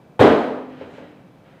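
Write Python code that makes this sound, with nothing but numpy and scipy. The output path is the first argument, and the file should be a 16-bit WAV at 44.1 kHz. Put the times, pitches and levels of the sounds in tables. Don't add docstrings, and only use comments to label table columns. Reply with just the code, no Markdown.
import sys
import numpy as np
from scipy import signal
from scipy.io import wavfile

SR = 44100
rng = np.random.default_rng(int(sys.argv[2]) if len(sys.argv) > 2 else 0)


def put_to_file(sound):
    columns = np.atleast_2d(sound).T
    safe = np.clip(columns, -1, 1)
    whole_steps = np.round(safe * 32767)
    wavfile.write(sys.argv[1], SR, whole_steps.astype(np.int16))


N = 70560

# start in seconds, strength in dB, crack offset in dB, thud offset in dB,
# favoured pitch in Hz.
CONTACTS = [(0.1927, -5, 5.5, 8.5, 800), (0.199, -4, 8.5, -5, 620), (0.209, 4, -6, 1, 510),
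            (0.221, -9.5, -16, -8, 450), (0.235, -1.5, -6, -15, 338), (0.247, -3, -7.5, -9.5, 310),
            (0.260, -0.5, -13.5, -15.5, 401), (0.294, -20.5, -19.5, -2, 445), (0.504, -24, -17, -3.5, 480),
            (0.810, -25.5, -10, 2, 480), (0.856, -36.5, -11, 1.5, 560), (0.940, -36, -16, -6, 302.4),
            (0.980, -30, -21, 1, 517), (1.02, -35.5, -15, -11, 521)]
# frequency in Hz, relative density in dB.
IMPACT_SPECTRUM = [(30, -48), (60, -31), (85, -5.5), (150, -14.5), (230, -5), (300, -7.5), (430, -4.5),
                   (620, -8), (900, -13.5), (1300, -17), (2000, -23), (2600, -30), (3300, -24),
                   (4500, -48.5), (8000, -54), (12000, -59.5), (15400, -83)]


def from_db(db):
    return 10 ** (np.asarray(db) / 20)


def unit_rms(x):
    return x / np.sqrt(np.mean(x ** 2) + 1e-20)


def at_hz(points, hz):
    points_hz, values = np.transpose(points)
    return np.interp(np.log(hz), np.log(points_hz), values)


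def drift(rate_hz):
    hop, warm_up = 40, 2000
    pole = np.exp(-2 * np.pi * rate_hz * hop / SR)
    white = rng.standard_normal(N // hop + warm_up + 2)
    slow = signal.lfilter([1], [1, -2 * pole, pole * pole], white)[warm_up:]
    return np.interp(np.arange(N) / hop, np.arange(len(slow)), unit_rms(slow))


def ring(drive, hz, t60_s):
    pole, step_rad = from_db(-60 / (t60_s * SR)), 2 * np.pi * hz / SR
    return signal.lfilter([0, np.sin(step_rad)], [1, -2 * pole * np.cos(step_rad), pole * pole],
                          drive + 1e-18)


def noise_bands(spectrum):
    edges_hz = 25 * 2 ** (np.arange(29) / 3)
    white = rng.standard_normal((2, N + 8000))
    for k, (low_hz, high_hz) in enumerate(zip(edges_hz, edges_hz[1:])):
        hz = np.sqrt(low_hz * high_hz)
        band = signal.butter(2, [low_hz, high_hz], "band", fs=SR, output="sos")
        yield hz, from_db(at_hz(spectrum, hz)) * signal.sosfilt(band, white[k % 2])[-N:]


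def contact_clicks(gains):
    clicks = np.zeros(N)
    clicks[(np.array(CONTACTS)[:, 0] * SR).astype(int)] = gains
    return clicks


def strike_modes(modes, strength_db, falloff_db_per_octave):
    scatter_db, build_up_cycles = 1.5, 4.7
    favoured_hz = np.array(CONTACTS)[:, 4]
    chance_db = scatter_db * rng.standard_normal((len(strength_db), len(modes)))
    out = 0
    for k, (hz, level_db, t60_s) in enumerate(modes):
        octaves_away = np.minimum(np.abs(np.log2(hz / favoured_hz)), 1.5)
        drive_db = strength_db + level_db - falloff_db_per_octave * octaves_away + chance_db[:, k]
        burst = ring(contact_clicks(from_db(drive_db)), hz, build_up_cycles / hz)
        burst_gain = 2 * np.log(1000) * hz / (SR * build_up_cycles)
        out = out + (-1) ** k * ring(burst_gain * burst, hz, t60_s)
    return out


def appliance_whine(width_hz=15):
    # frequency in Hz, rms level in dB.
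    lines = [(161.5, -61), (527.6, -66), (2293, -76), (2353, -79), (2589, -78), (3316, -83)]
    t = np.arange(N) / SR
    out = 0
    for hz, level_db in lines:
        phase = 2 * np.pi * hz * t
        line = drift(width_hz) * np.sin(phase) + drift(width_hz) * np.cos(phase)
        out = out + from_db(level_db) * unit_rms(line)
    return out


def room_tone(level_db=-49):
    # frequency in Hz, relative density in dB.
    spectrum = [(15, -72), (25, -30), (43, -6), (86, -10.5), (160, 2), (204, -5.5), (297, -7.5), (495, -11),
                (536, -9), (683, -12), (2350, -31), (3720, -35), (15400, -59)]
    return from_db(level_db) * unit_rms(sum(noise for _, noise in noise_bands(spectrum)))


def carton(crack_t60_s=0.03):
    # frequency in Hz, relative level in dB, T60 in seconds.
    box_modes = [(302, -2.5, 0.077), (411.2, -4, 0.13), (530, -1.5, 0.05), (607, -8.5, 0.02),
                 (740, -20, 0.04), (873, -5, 0.12), (1085, -19.5, 0.09), (1577, -27, 0.055),
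                 (2060, -32, 0.028), (3460, -34, 0.036)]
    # frequency in Hz, relative level in dB, T60 in seconds.
    thud_modes = [(77.4, -37, .25), (91.4, -21, 0.3), (139.2, -23, 0.12)]
    _, strength_db, crack_db, thud_db, _ = np.transpose(CONTACTS)
    crack_clicks = contact_clicks(from_db(strength_db + crack_db - 30))
    crack_envelope = signal.lfilter([1], [1, -from_db(-60 / (crack_t60_s * SR))], crack_clicks)
    crack_noise = unit_rms(sum(noise for hz, noise in noise_bands(IMPACT_SPECTRUM) if hz > 900))
    box = strike_modes(box_modes, strength_db, falloff_db_per_octave=15.5)
    thud = strike_modes(thud_modes, strength_db + thud_db, falloff_db_per_octave=0)
    return box + thud + crack_envelope * crack_noise


def room_reverb(echo_db=-12.5, rise_s=0.004):
    # frequency in Hz, relative level in dB, T60 in seconds.
    standing_waves = [(215.4, -24, 0.41), (257, -23.5, 1.69), (280, -28, 1.2), (299.6, -14, 1),
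                      (409.6, -22.5, 0.77), (447, -23, .6), (466.6, -20, 0.42), (487, -30.5, 0.69),
                      (532.4, -33.5, 1.3), (603, -35, 0.22)]
    # frequency in Hz, T60 in seconds.
    decay_times = [(60, 0.67), (120, 0.27), (170, 0.74), (300, 0.7), (500, 0.84), (1100, 0.82),
                   (2900, 0.76), (5500, 0.49), (9000, 0.36), (14000, .3)]
    start_s, strength_db, crack_db, thud_db, _ = np.transpose(CONTACTS)
    t = np.arange(N) / SR
    bands = list(noise_bands(IMPACT_SPECTRUM))
    echo_gain = from_db(echo_db) / np.std(sum(noise for _, noise in bands))
    swell = 1 - np.exp(-t / rise_s)
    out = strike_modes(standing_waves, strength_db, falloff_db_per_octave=7.75)
    for hz, noise in bands:
        crack_weight = np.clip(np.log2(hz / 700) / 3, 0, 2)
        thud_weight = np.clip(np.log2(200 / hz), 0, 1)
        drive_db = strength_db + crack_weight * crack_db + thud_weight * thud_db
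        energy = contact_clicks(from_db(drive_db) ** 2)
        power_tail = swell * from_db(-60 * t / at_hz(decay_times, hz)) ** 2
        power = np.maximum(signal.fftconvolve(energy, power_tail)[:N], 0) * (t >= start_s[0])
        out = out + echo_gain * np.sqrt(power) * noise
    return out


def swishes(low_hz=4470):
    # centre in seconds, sigma in seconds, rms level at the centre in dB, upper edge in Hz.
    swells = [(0.45, 0.046, -71.5, 12000), (0.95, 0.058, -70.5, 7900)]
    t, white = np.arange(N) / SR, rng.standard_normal(N)
    out = 0
    for centre_s, sigma_s, level_db, high_hz in swells:
        band = signal.butter(2, [low_hz, high_hz], "band", fs=SR, output="sos")
        envelope = from_db(level_db) * np.exp(-0.5 * ((t - centre_s) / sigma_s) ** 2)
        out = out + envelope * unit_rms(signal.sosfilt(band, white))
    return out


def sleeves(flutter_db=0.05):
    # time in seconds, rms level in dB.
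    contour = [(0.698, -54.5), (0.78, -51.5), (0.818, -47.5), (0.89, -54.5), (0.97, -49.5), (1.05, -52.5),
               (1.17, -61), (1.3, -68), (1.43, -68), (1.48, -57.5), (1.6, -60.5)]
    # frequency in Hz, relative density in dB.
    spectrum = [(200, 9), (600, -16), (1500, 9), (3300, 0.5), (5000, -18.5), (9000, -40), (15000, -46)]
    time_s, level_db = np.transpose(contour)
    envelope = from_db(np.interp(np.arange(N) / SR, time_s, level_db, left=-120))
    common_drift = drift(rate_hz=21)
    cloth = sum(noise * from_db(flutter_db * (common_drift + drift(rate_hz=7.3)))
                for _, noise in noise_bands(spectrum))
    return envelope * unit_rms(cloth)


def scene():
    return (carton() + room_reverb() + sleeves() + appliance_whine() + room_tone() + swishes())[None]


def record(dry):
    low_cut_hz, high_cut_hz, hiss_db, knee_exponent = 75, 15600, -76, 29
    high_pass = signal.butter(3, low_cut_hz, "high", fs=SR, output="sos")
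    low_pass = signal.ellip(12, 0.1, 50, high_cut_hz, fs=SR, output="sos")
    mic = signal.sosfilt(high_pass, dry) + from_db(hiss_db) * rng.standard_normal(N)
    flattened = mic / (1 + np.abs(mic) ** knee_exponent) ** (1 / knee_exponent)
    return np.clip(signal.sosfilt(low_pass, flattened), -1, 1)


dry = scene()
out = record(dry)
put_to_file(out)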